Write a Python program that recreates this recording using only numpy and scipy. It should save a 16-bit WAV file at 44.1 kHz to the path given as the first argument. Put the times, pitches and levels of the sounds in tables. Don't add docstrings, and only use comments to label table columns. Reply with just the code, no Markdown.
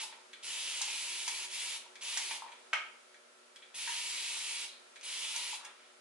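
import sys
import numpy as np
from scipy import signal
from scipy.fft import rfft, irfft, next_fast_len
from scipy.io import wavfile
from scipy.ndimage import uniform_filter1d, map_coordinates

SR = 44100
rng = np.random.default_rng(int(sys.argv[2]) if len(sys.argv) > 2 else 0)


def amplitude_ratio(level_db):
    exponent = np.asarray(level_db, float) / 20
    return 10 ** exponent


def int16_out(signal):
    q = np.round(np.clip(np.atleast_2d(signal).T, -1, 1) * 32767)
    wavfile.write(sys.argv[1], SR, q.astype(np.int16))


N = 264864

# pitch_hz, width_hz, level_db
FAN_TONES = [(119.5, 6, -108), (241, 5.5, -82.5), (367.7, 9.5, -78.5), (476, 10, -79), (592, 14, -78.5),
             (1320, 6, -76), (1384, 11, -80)]
# freq_hz, density_db (per Hz)
AIR_SPECTRUM = [(35, -78), (60, -30.5), (203, -24.5), (232, -13.5), (329, -17), (367, -2.5), (400, -12),
                (605, -5), (705, -9.5), (1220, -9), (1330, -7.5), (1510, -9.5), (11000, -20), (14300, -96),
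                (22000, -120)]
# freq_hz, likeness (-1 to 1)
AIR_ALIKE = [(60, 0.26), (220, 0.56), (830, -0.22), (3100, -0.035), (11500, 0.13)]
# time_s, gain_db
AIR_DRIFT = [(0, 2), (2.6, 2.5), (3.3, -0.5), (4.9, 2), (6, 0)]
# freq_hz, t60_s
WALL_DECAY = [(500, 0.59), (1500, 0.43), (3000, 0.46), (6000, 0.34), (11000, 0.28)]
# freq_hz, likeness (-1 to 1)
WALL_ALIKE = [(300, 0.83), (1200, 0.26), (2500, 0.36), (5000, 0), (11000, 0.16)]
# start_s, level_db, crack_db (over the blow)
RAPS = [
    (2.7297, -21.5, -54),
    (2.7329, -15, -31),
]
# pitch_hz, width_hz, level_db
SHELL_MODES = [(775, 250, -7), (1300, 180, 4), (1600, 290, 1.5), (2240, 246, 5.5), (3120, 380, -1),
               (4160, 360, -10.5)]
# start_s, level_db, bright_db (over tick), lever_hz, lever_db (over tick)
TICKS = [(0.1255, -41, -21.5, 2340, -23), (0.332, -39.5, -15, 3130, -7), (0.3352, -43, -9, 2340, 2),
         (0.8160, -31.5, 6.5, 3920, 4.5), (1.279, -29, 3, 3390, -14), (1.956, -40.5, -10, 2230, -20),
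         (2.173, -31.5, 6, 1950, 0.5), (2.3107, -31, -12, 3250, -12), (2.4763, -46, -30, 2800, -9),
         (2.481, -51, -30, 1800, 1), (2.5194, -43, -11, 3240, -6), (2.555, -55, -19, 3500, 0),
         (3.144, -49, -12, 1690, -3), (3.558, -53, -10, 1870, -3), (3.561, -49, 2.5, 3280, 2),
         (3.623, -45.5, -16, 3200, -4), (3.633, -50.5, -24, 3280, -4), (3.8759, -38, -31, 1780, 8.5),
         (4.959, -40.5, -12, 3700, -5), (4.9645, -47.5, -7, 3600, -14), (5.011, -46.5, -2, 2800, -1),
         (5.3617, -35, 5, 3100, -10), (5.648, -45, -2, 2820, 5), (5.6517, -42, 1, 3500, 0.5)]
# pitch_hz, width_hz, level_db
LEVER_MODES = [(1720, 350, -1), (2340, 180, 6.5), (3370, 220, 1.5), (4370, 640, -5)]
# start_s, level_db, pitch_hz, width_hz (damping by the grip)
KNOCKS = [(0.036, -38, 916, 100), (0.125, -48, 910, 150), (0.812, -41, 890, 200), (0.879, -49.5, 910, 200),
          (1.277, -38, 937, 150), (1.86, -53.5, 930, 150), (2.17, -40, 896, 200), (2.31, -37, 900, 169),
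          (2.421, -35, 946, 170), (3.874, -29.5, 946, 34.8), (5.358, -43, 944, 150),
          (5.529, -39.5, 903, 150), (5.68, -61, 940, 150)]
# pitch_hz, width_hz, level_db
BOTTLE_MODES = [(854, 130, -5.5), (937, 94, 5), (1146, 1100, -9)]
# start_s, end_s, pitch_hz, width_hz, level_db
LINGERS = [
    (4.62, 4.8, 3970, 640, -61),
    (5.56, 5.74, 1170, 1000, -61),
    (5.7, 5.95, 2700, 2800, -69.5),
    (0.54, 0.85, 3130, 990, -54),
    (5.08, 5.5, 3380, 510, -55),
]
# start_s, end_s, jet_db, drift_db_per_s, hum_db (bottle hum over jet)
BURSTS = [
    (-.3, 0.037, -43, -9, -16.5),
    (0.427, 1.456, -46, -1.5, -19),
    (1.498, 1.764, -45, -6, -20.5),
    (2.01, 2.363, -45.5, -9, -17),
    (3.743, 4.646, -45.5, -1.5, -20),
    (5.028, 5.551, -46, -2.5, -19.5),
]
# freq_hz, density_db (per Hz)
JET_SPECTRUM = [(650, -63), (1100, -20), (1260, -18), (1460, -16), (1550, -17), (1760, -12), (2160, -6),
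                (2290, -3.5), (2910, -1.5), (6000, -9), (7800, -10), (13200, -120)]
# freq_hz, density_db (per Hz)
FIZZ_SPECTRUM = [(2350, -39), (4000, -2.5), (7100, 1), (10600, 4.5), (11100, 0.5), (11300, -74),
                 (14700, -39), (22000, -120)]


def unit(x):
    return x / np.sqrt(np.mean(x ** 2) + 1e-20)


def along(points, hz):
    f, v = np.transpose(points)
    return np.interp(np.log(hz + 1), np.log(f + 1), v)


def wobble(rate):
    knots = rng.standard_normal(int(N * rate / SR) + 4)
    return map_coordinates(knots, [np.arange(N) * rate / SR])


def filtered(x, response):
    n = x.shape[-1]
    m = next_fast_len(n + 8192)
    return irfft(rfft(x, m) * response(np.fft.rfftfreq(m, 1 / SR)), m)[..., :n]


def resonant(modes):
    def response(f):
        total = 0
        for k, (hz, width, db) in enumerate(modes):
            total = total + (-1) ** k * amplitude_ratio(db) * 1j * f * width / (hz * hz - f * f + 1j * f * width)
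        return total
    return response


def paired(noises, alike):
    def mid_side(hz):
        turn = np.arccos(np.clip(along(alike, hz), -1, 1)) / 2
        return np.array([np.cos(turn), np.sin(turn)])
    mid, side = filtered(noises, mid_side)
    return np.array([mid + side, mid - side])


def turbulence(spectrum, patchy_db):
    z = signal.stft(rng.standard_normal(N), nperseg=256)[2]
    patches = uniform_filter1d(rng.standard_normal(z.shape), size=4, axis=0)
    patches = uniform_filter1d(patches, size=8, axis=1)
    noise = signal.istft(z * amplitude_ratio(patchy_db * unit(patches)), nperseg=256)[1][:N]
    return unit(filtered(noise, lambda hz: amplitude_ratio(along(spectrum, hz))))


def room(x):
    hop = SR // 5
    window = np.sqrt(np.hanning(2 * hop))
    wet = np.zeros((2, N + 3 * SR))
    for start in range(-hop, N, hop):
        first = max(start, 0)
        part = x[first:start + 2 * hop] * window[max(-start, 0):][:N - first]
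        hz, t, z = signal.stft(rng.standard_normal((2, 2 * SR // 5)), SR, nperseg=128)
        decay = amplitude_ratio(-60 * t / along(WALL_DECAY, hz)[:, None])
        tail = paired(signal.istft(z * decay, SR, nperseg=128)[1], WALL_ALIKE)
        echo = signal.fftconvolve(part[None], tail / np.linalg.norm(tail[0]), axes=1)
        at = first + round(.002 * SR)
        wet[:, at:at + echo.shape[1]] += echo
    return wet[:, :N]


def mirror(x):
    t60_s, nearest_s = 0.072, .002
    t = np.arange(SR // 20) / SR
    noises = rng.standard_normal((2, len(t))) * amplitude_ratio(-60 * t / t60_s) * (t > nearest_s)
    early = paired(noises, WALL_ALIKE)
    return signal.fftconvolve(x[None], early / np.linalg.norm(early[0]), axes=1)[:, :N]


def fan():
    noises = np.array([turbulence(AIR_SPECTRUM, patchy_db=0.5), turbulence(AIR_SPECTRUM, patchy_db=-0.5)])
    air = unit(paired(noises, AIR_ALIKE))
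    t = np.arange(N) / SR
    tones = 0
    for hz, width, db in FAN_TONES:
        level = amplitude_ratio(db + 2.5 + 0.76 * np.array([wobble(width), wobble(width)]))
        tones = tones + level * np.sin(2 * np.pi * hz * t + 0.5 * wobble(width))
    air_db = -61 + np.interp(t, *np.transpose(AIR_DRIFT))
    return amplitude_ratio(air_db) * air + tones


def rap():
    blows, cracks = np.zeros((2, N))
    for s, db, crack_db in RAPS:
        blows[round(s * SR)] = amplitude_ratio(db + 20)
        cracks[round(s * SR)] = amplitude_ratio(db + 25.5 + crack_db)
    crack_modes = [(5500, 2100, 12.2), (7500, 9700, 1)]  # Hz, width Hz, dB
    return filtered(blows, resonant(SHELL_MODES)) + filtered(cracks, resonant(crack_modes))


def scrape(t60):
    t = np.arange(600) / SR
    burst = rng.standard_normal(len(t)) * amplitude_ratio(-60 * t / t60)
    return burst / np.linalg.norm(burst)


def trigger():
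    lever, bright, knock = np.zeros((3, N + SR))
    contact = np.pad([1.], (0, 1500))
    for s, db, bright_db, hz, ring_db in TICKS:
        at = round(s * SR)
        shake = filtered(contact, resonant(LEVER_MODES))
        shake = shake + amplitude_ratio(ring_db + 4.5) * filtered(contact, resonant([(hz, 300, 0)]))
        lever[at:at + len(shake)] += amplitude_ratio(db + 19) * shake
        rattle_s = .005 * amplitude_ratio(.9 * (db + 45))
        bright[at:at + 600] += amplitude_ratio(db + bright_db + 20) * scrape(rattle_s)
    push = np.pad([1.], (0, 3000))
    for s, db, hz, width_hz in KNOCKS:
        at = round(s * SR)
        knock[at:at + 3001] += amplitude_ratio(db + 37.5) * filtered(push, resonant([(hz, width_hz, 0)]))
    crackle = filtered(bright, lambda f: resonant([(6200, 6500, 0)])(f) ** 2)
    snap = filtered(lever, resonant([(2800, 9400, 0)]))
    hollow = filtered(knock, resonant([(948, 320, 0)]))
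    return snap[:N], crackle[:N], hollow[:N]


def linger():
    out = np.zeros(N)
    for start, end, hz, width_hz, db in LINGERS:
        span = slice(round(start * SR), round(end * SR))
        n = span.stop - span.start
        throat = resonant([(hz, width_hz, 0)])
        hiss = filtered(rng.standard_normal(n), lambda f: throat(f) ** 2)
        out[span] += amplitude_ratio(db) * unit(hiss) * np.sqrt(np.hanning(n))
    return out


def spray():
    rise_s, swell_s, fizz_rise_s = 0.024, 0.12, 0.051
    sag_s, shut_t60_s = 0.047, 0.057
    t = np.arange(N) / SR
    levels = np.zeros((3, N))
    for opens, shuts, db, drift_db, hum_db in BURSTS:
        length = shuts - opens
        age = np.clip(t - opens, 0, length)
        sag = np.exp(-np.clip(shuts - t, 0, None) / sag_s)
        shut = amplitude_ratio(-60 * np.clip(t - shuts, 0, 1) / shut_t60_s) * (t >= opens)
        jet_db = db + drift_db * (age - length / 2)
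        jet_db = jet_db - 7.5 * np.exp(-age / rise_s) - 1.5 * np.exp(-age / swell_s)
        fizz_db = db - 0.14 - 2 * np.exp(-age / fizz_rise_s) - 5 * sag
        sung_db = jet_db + hum_db + 3.5 * sag
        levels += shut * amplitude_ratio([jet_db - sag, fizz_db, sung_db])
    sputter = amplitude_ratio(1.1 * wobble(400))
    jet = unit(sputter * turbulence(JET_SPECTRUM, patchy_db=.6))
    fizz = unit(sputter * turbulence(FIZZ_SPECTRUM, patchy_db=.4))
    hum = unit(filtered(rng.standard_normal(N), resonant(BOTTLE_MODES)))
    return levels[0] * jet + levels[2] * hum, levels[1] * fizz


def scene():
    background = fan()
    blow = rap()
    ticks, crackle, knocks = trigger()
    jet, fizz = spray()
    jet = jet + linger()
    direct = amplitude_ratio(3) * jet + amplitude_ratio(-42) * fizz
    direct = direct + amplitude_ratio(1.5) * ticks + amplitude_ratio(4.0) * crackle + amplitude_ratio(1) * knocks + blow
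    ports = np.array([amplitude_ratio(-.3) * np.roll(direct, 2), amplitude_ratio(.3) * direct])
    near = mirror(amplitude_ratio(2) * crackle + amplitude_ratio(5.0) * ticks + amplitude_ratio(-4.5) * knocks + amplitude_ratio(-2.0) * blow)
    to_walls = amplitude_ratio(0.5) * jet + amplitude_ratio(2.0) * fizz + amplitude_ratio(6.5) * ticks
    to_walls = to_walls + amplitude_ratio(2.0) * crackle + amplitude_ratio(3.3) * knocks + amplitude_ratio(3) * blow
    return ports + near + room(to_walls) + background


def band_limit(x):
    return signal.sosfilt(signal.butter(12, 12140, fs=SR, output="sos"), x)


def record(dry):
    bass_hz, top_hz = 120, 11165
    heard = filtered(dry, lambda hz: (hz < top_hz) * (1j * hz / (bass_hz + 1j * hz)) ** 2)
    return band_limit(heard)


dry = scene()
out = record(dry)
int16_out(out)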